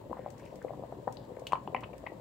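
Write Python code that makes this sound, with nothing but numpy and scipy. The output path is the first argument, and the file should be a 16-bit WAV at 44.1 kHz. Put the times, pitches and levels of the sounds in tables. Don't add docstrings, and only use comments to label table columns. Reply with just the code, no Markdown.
import sys
import numpy as np
from scipy import signal
from scipy.fft import rfft, irfft, next_fast_len
from scipy.io import wavfile
from scipy.ndimage import uniform_filter1d, map_coordinates

SR = 44100
rng = np.random.default_rng(int(sys.argv[2]) if len(sys.argv) > 2 else 0)


def transcribe(signal):
    frames = np.atleast_2d(signal).T
    limited = np.clip(frames, -1, 1)
    pcm = np.round(limited * 32767).astype(np.int16)
    wavfile.write(sys.argv[1], SR, pcm)


N = 97328
T = np.arange(int(.06 * SR)) / SR
POT_PAN_DB, PAN_SCATTER_DB = 5.5, 3


def note(hz, cycles, rise=0.064, opening_cycles=0.48):
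    life_s = cycles / hz
    turns = np.cumsum(hz * (1 + rise * np.minimum(T / life_s, 1))) / SR
    attack = 1 - np.exp(-(turns / opening_cycles) ** 2)
    return np.sin(2 * np.pi * turns) * decay(life_s) * attack


# start_s, pitch_hz, level_db, pan_db
BUBBLE_NOTES = [(0.0966,514,-31,12), (0.1082,327,-26.5,1), (.1133,548,-26.5,6), (0.1291,954,-22,11.5),
                (.1688,744,-29,2), (.192,525,-28.5,7), (0.2613,697,-22,5.5), (.265,730,-29.5,13),
                (0.5407,440,-33,8), (.647,501,-20.5,9), (.6953,665,-32.5,8), (0.7057,592,-24.5,8),
                (0.7352,804,-29.5,-1), (0.7944,486,-28.5,9), (0.825,530,-30.5,7), (0.8361,640,-26,5.5),
                (.924,660,-26,5), (0.986,390,-32,3.5), (1.0729,518,-21,7), (1.0772,776,-15,7.5),
                (1.0876,950,-29,23), (1.306,516,-35,16), (1.3161,500,-31,6), (1.37,510,-28.5,7),
                (1.4202,500,-30,9), (1.522,1010,-17.5,11.5), (1.532,1006,-7,7.5), (1.5542,1024,-22,-1),
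                (1.6755,820,-21.5,5), (1.6808,381,-29.5,3.5), (1.7235,510,-35,3), (1.735,500,-29.5,19),
                (1.747,857,-13,3.5), (1.7508,791,-22.5,5), (1.7547,740,-29,10), (1.8315,996,-28.5,1),
                (1.8397,1290,-27.5,-15), (1.937,530,-32,12), (2.0396,560,-30,6.5), (2.0706,830,-27,11),
                (2.12,520,-28.5,8)]
def bubbles():
    out = np.zeros((2, N))
    heave = amp(-18) * note(hz=138, cycles=2.77)
    for start_s, hz, db, pan_db in BUBBLE_NOTES:
        add(out, start_s, amp(db) * (note(hz, cycles=8.45) + heave), pan_db)
    return out


def splutter(count=3, scatter_s=.012, log_spread=0.26, level_db=-39):
    out = np.zeros((2, N))
    for start_s, hz, _, pan_db in BUBBLE_NOTES:
        for when, pitch in rng.standard_normal((count, 2)):
            blub = note(hz * np.exp(log_spread * pitch), cycles=8.17)
            add(out, start_s + scatter_s * when, amp(level_db) * blub, pan_db)
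    return out


# start_s, pitch_hz, level_db, pan_db, ring_cycles
FILM_SNAPS = [(0.398, 1600, -43, 14, 24), (0.461, 2360, -44.5, 3, 17), (0.6168, 1470, -34, 3, 4.8),
              (0.6827, 2040, -43.5, 5, 34), (1.0775, 1590, -32, 12, 6.4), (1.1703, 3800, -37.5, 24, 20),
              (1.3669, 1790, -40, 12, 4.5), (1.4687, 3110, -20.5, 3, 24), (1.5214, 2580, -24.5, 2, 10),
              (1.5326, 3260, -27.5, 10, 11), (1.5548, 2440, -31.5, -8, 11), (1.675, 3000, -36, 6, 8.2),
              (1.7469, 2260, -21.5, 10, 11), (1.7646, 2230, -23, -3, 6.4), (1.835, 2760, -29, 8, 4.8),
              (1.8407, 2500, -30, 13, 11), (1.932, 2160, -38.5, 17, 6.5), (2.0651, 1980, -27, 13, 22),
              (2.0697, 2380, -28, 2, 11)]
def spits():
    out = np.zeros((2, N))
    for start_s, hz, db, pan_db, cycles in FILM_SNAPS:
        attack = 1 - np.exp(-(T * hz) ** 2)
        puff = band(rng.standard_normal(len(T)), hz, octaves=0.28) * decay(0.029) * attack
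        add(out, start_s, amp(db) * (note(hz, cycles) + 0.36 * puff), pan_db)
    return out


# start_s, accent_db, pan_db
DROPLETS = [(0.303, -42, 12), (0.38, -45, 4), (.395, -46.5, 6), (0.453, -46, -1), (0.5561, -42.5, 3),
            (.625, -48.5, -1), (1.1243, -38, 7), (1.3949, -43, 3), (1.4689, -31.5, -1), (1.5216, -39, 3),
            (1.8066, -44, 3), (1.9799, -45, -9)]
# frequency_hz, gain_db
TICK_EQ = [(1800, 3), (3500, -2.5), (5000, 1), (8000, 3), (11000, -9.5), (16000, -6.5)]
def ticks(level_db=-4, attack_s=.001):
    out = np.zeros((2, N))
    spray = amp(-19) * decay(0.3) * (1 - T / T[-1])
    envelope = (1 - np.exp(-T / attack_s)) * (decay(0.012) + spray)
    for start_s, accent_db, pan_db in DROPLETS:
        crack = unit(filtered(rng.standard_normal((2, len(T))), lambda f: amp(along(TICK_EQ, f))))
        add(out, start_s, amp(level_db + accent_db) * crack * envelope, pan_db)
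    return out


def small_bubbles(per_s, hz, log_spread, cycles, level_db):
    out = np.zeros((2, N))
    draws = rng.standard_normal((1024, 3))
    starts = rng.uniform(0, N / SR, len(draws))[:int(per_s * N / SR)]
    for start_s, (pitch, accent_db, place) in zip(starts, draws):
        pop = note(hz * np.exp(log_spread * np.clip(pitch, -2, 2)), cycles)
        add(out, start_s, amp(level_db + accent_db) * pop, POT_PAN_DB + PAN_SCATTER_DB * place)
    return out


# start_s, length_s, pitch_hz, level_db
STEAM_SEEPS = [(0.129, 0.18, 1695, -68), (0.36, 0.17, 2270, -71), (0.393, 0.16, 5300, -78.5),
               (1.154, 0.13, 3900, -75)]
def seeps(flutter_db=3, pops_per_s=110, pop_boost_db=20.5):
    out = np.zeros((2, N))
    for start_s, length_s, hz, db in STEAM_SEEPS:
        hiss = unit(band(rng.standard_normal(N), hz, octaves=.3) * amp(flutter_db * wobble(214)))
        n = int(length_s * SR)
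        swell = np.sin(np.pi * np.arange(n) / n)
        add(out, start_s, amp(db) * hiss[:n] * swell, POT_PAN_DB / 2)
        froth = rng.uniform(-1, 1, (256, 3))[:int(pops_per_s * length_s)]
        for when, pitch, place in froth:
            pop = amp(db + pop_boost_db) * note(hz * np.exp(0.29 * pitch), cycles=8.9)
            add(out, start_s + length_s * (1 + when) / 2, pop, POT_PAN_DB + PAN_SCATTER_DB * place)
    return out


# frequency_hz, gain_db
SIMMER_EQ = [(25, -17), (120, 5.5), (229, -1.5), (285, -1.5), (451, -16.5), (545, 3), (734, -18), (911, -6),
             (1370, -24), (1940, -24), (2480, -35.5), (4030, -34), (5730, -44), (7710, -33.5),
             (8590, -47.5), (16000, -38)]
def simmer(level_db=-50.5, patchy_db=4):
    hz, _, spectrum = signal.stft(rng.standard_normal((2, N)), SR, nperseg=512)
    patches = uniform_filter1d(rng.standard_normal(spectrum.shape[1:]), size=4, axis=0)
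    patches = unit(uniform_filter1d(patches, size=6, axis=1))
    mids = (hz / (hz + 150) / (1 + hz / 3000))[:, None]
    noise = signal.istft(spectrum * amp(patchy_db * patches * mids), nperseg=512)[1][:, :N]
    murmur = filtered(noise, lambda f: amp(along(SIMMER_EQ, f)))
    return amp(level_db) * unit(stereo_image(murmur))


# frequency_hz, gain_db
SIZZLE_EQ = [(1500, -9), (2600, -0.5), (4200, -6), (6000, -12.5), (7800, -9), (9000, -15.5), (16000, -16.5)]
def sizzle(level_db=-71.5, flutter_db=1.5, low_cut_hz=1000):
    noise = rng.standard_normal((2, N))
    hiss = unit(filtered(noise, lambda f: amp(along(SIZZLE_EQ, f)) * f / (f + low_cut_hz)))
    return hiss * amp(level_db + flutter_db * wobble(150))


# pitch_hz, level_db
STOVE_TONES = [(58, -66), (120.5, -61.5)]
def stove_hum(waver_db=2.5):
    out = np.zeros((2, N))
    t = np.arange(N) / SR
    for hz, db in STOVE_TONES:
        peak = np.sqrt(2) * amp(db + waver_db * wobble(8.06))
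        out += peak * np.sin(2 * np.pi * hz * t + 0.35 * wobble(4.4)) * lean_left(hz)
    return out


# frequency_hz, gain_db
POT_EQ = [(1120, 2), (1400, -6), (1700, -3.5), (2000, -5), (2950, -4), (3500, -12.5), (4200, -5),
          (5200, -4.5)]
# pitch_hz, width_hz, gain_db
POT_RESONANCES = [(514, 16, -2), (670, 29, -37.5), (930, 26, -27.5), (1027, 33, -4), (1910, 67, -6),
                  (2790, 36, -10)]
def pot(x):
    def response(f):
        cepstrum = irfft(np.log(amp(along(POT_EQ, f))))
        n = np.arange(len(cepstrum))
        causal_fold = np.sign(len(n) / 2 - n) + (n > 0)
        colour = np.exp(rfft(cepstrum * causal_fold))
        ring = sum(amp(db) * 1j * f * width / (hz * hz - f * f + 1j * f * width)
                   for hz, width, db in POT_RESONANCES)
        return colour * (1 + ring)
    return filtered(x, response)


# frequency_hz, t60_s
KITCHEN_DECAY = [(150, .3), (1000, .22), (3000, .19), (12000, .18)]
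def reflections(x, echo_s=0.02):
    walls = amp(-12.5) * reverb(x, t60_points=[(1000, 0.04)], delay_s=0.00206)
    room = amp(-11) * reverb(x, KITCHEN_DECAY, delay_s=.008)
    echo = amp(-22) * np.pad(x, ((0, 0), (int(echo_s * SR), 0)))[:, :N]
    return x + stereo_image(walls + room) + echo


def reverb(x, t60_points, delay_s):
    hz, t, spectrum = signal.stft(rng.standard_normal((2, SR // 2)), SR, nperseg=128)
    fade = amp(-60 * t / along(t60_points, hz)[:, None])
    tail = signal.istft(spectrum * fade, SR, nperseg=128)[1]
    tail = np.pad(tail / np.linalg.norm(tail[0]), ((0, 0), (int(delay_s * SR), 0)))
    return signal.fftconvolve(x.mean(axis=0)[None], tail, axes=1)[:, :N]


# frequency_hz, correlation
STEREO_LIKENESS = [(50, 0.82), (150, 1), (500, 0.31), (1200, 0.077), (3000, 0.11), (12000, 0.28)]
def stereo_image(pair):
    def mid_side_gains(f):
        angle = np.arccos(np.clip(along(STEREO_LIKENESS, f), -1, 1)) / 2
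        return np.array([np.cos(angle), np.sin(angle)])
    mid, side = filtered(pair, mid_side_gains)
    return filtered(np.array([mid + side, mid - side]), lean_left)


# frequency_hz, pan_db
BACKGROUND_PAN = [(50, 1.5), (150, 3), (600, 3), (2000, 9.5), (8000, 4.5)]
def lean_left(hz):
    return amp(np.outer([.5, -.5], along(BACKGROUND_PAN, hz)))


def amp(db):
    return 10 ** (np.asarray(db) / 20)


def unit(x):
    return x / np.sqrt(np.mean(x ** 2) + 1e-20)


def along(points, hz):
    f, values = np.transpose(points)
    return np.interp(np.log(hz + 1), np.log(f + 1), values)


def filtered(x, response):
    n = x.shape[-1]
    padded = next_fast_len(n + 8192)
    return irfft(rfft(x, padded) * response(np.fft.rfftfreq(padded, 1 / SR)), padded)[..., :n]


def band(noise, hz, octaves):
    return unit(filtered(noise, lambda f: np.exp(-.5 * (np.log2((f + 1) / hz) / octaves) ** 2)))


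def wobble(per_s):
    return map_coordinates(rng.standard_normal(int(N * per_s / SR) + 4), [np.arange(N) * per_s / SR])


def decay(t60_s):
    return np.exp(-np.log(1000) * T / t60_s)


def add(out, start_s, sound, pan_db):
    i = int(np.clip(round(start_s * SR), 0, N - 1))
    sides = amp([pan_db / 2, -pan_db / 2])
    out[:, i:i + sound.shape[-1]] += (sides / sides.mean())[:, None] * sound[..., :N - i]


def scene():
    blubs = small_bubbles(per_s=280, hz=476.6, log_spread=0.3, cycles=8.17, level_db=-45.5)
    fizz = small_bubbles(per_s=52, hz=2380, log_spread=0.29, cycles=8.9, level_db=-62)
    boil = pot(bubbles() + splutter() + spits() + blubs + fizz)
    return reflections(boil + ticks() + seeps()) + simmer() + sizzle() + stove_hum()


def record(dry, low_cut_hz=45, top_hz=15800):
    thin = signal.sosfilt(signal.butter(4, low_cut_hz, "highpass", fs=SR, output="sos"), dry)
    return filtered(thin, lambda hz: hz < top_hz)


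dry = scene()
out = record(dry)
transcribe(out)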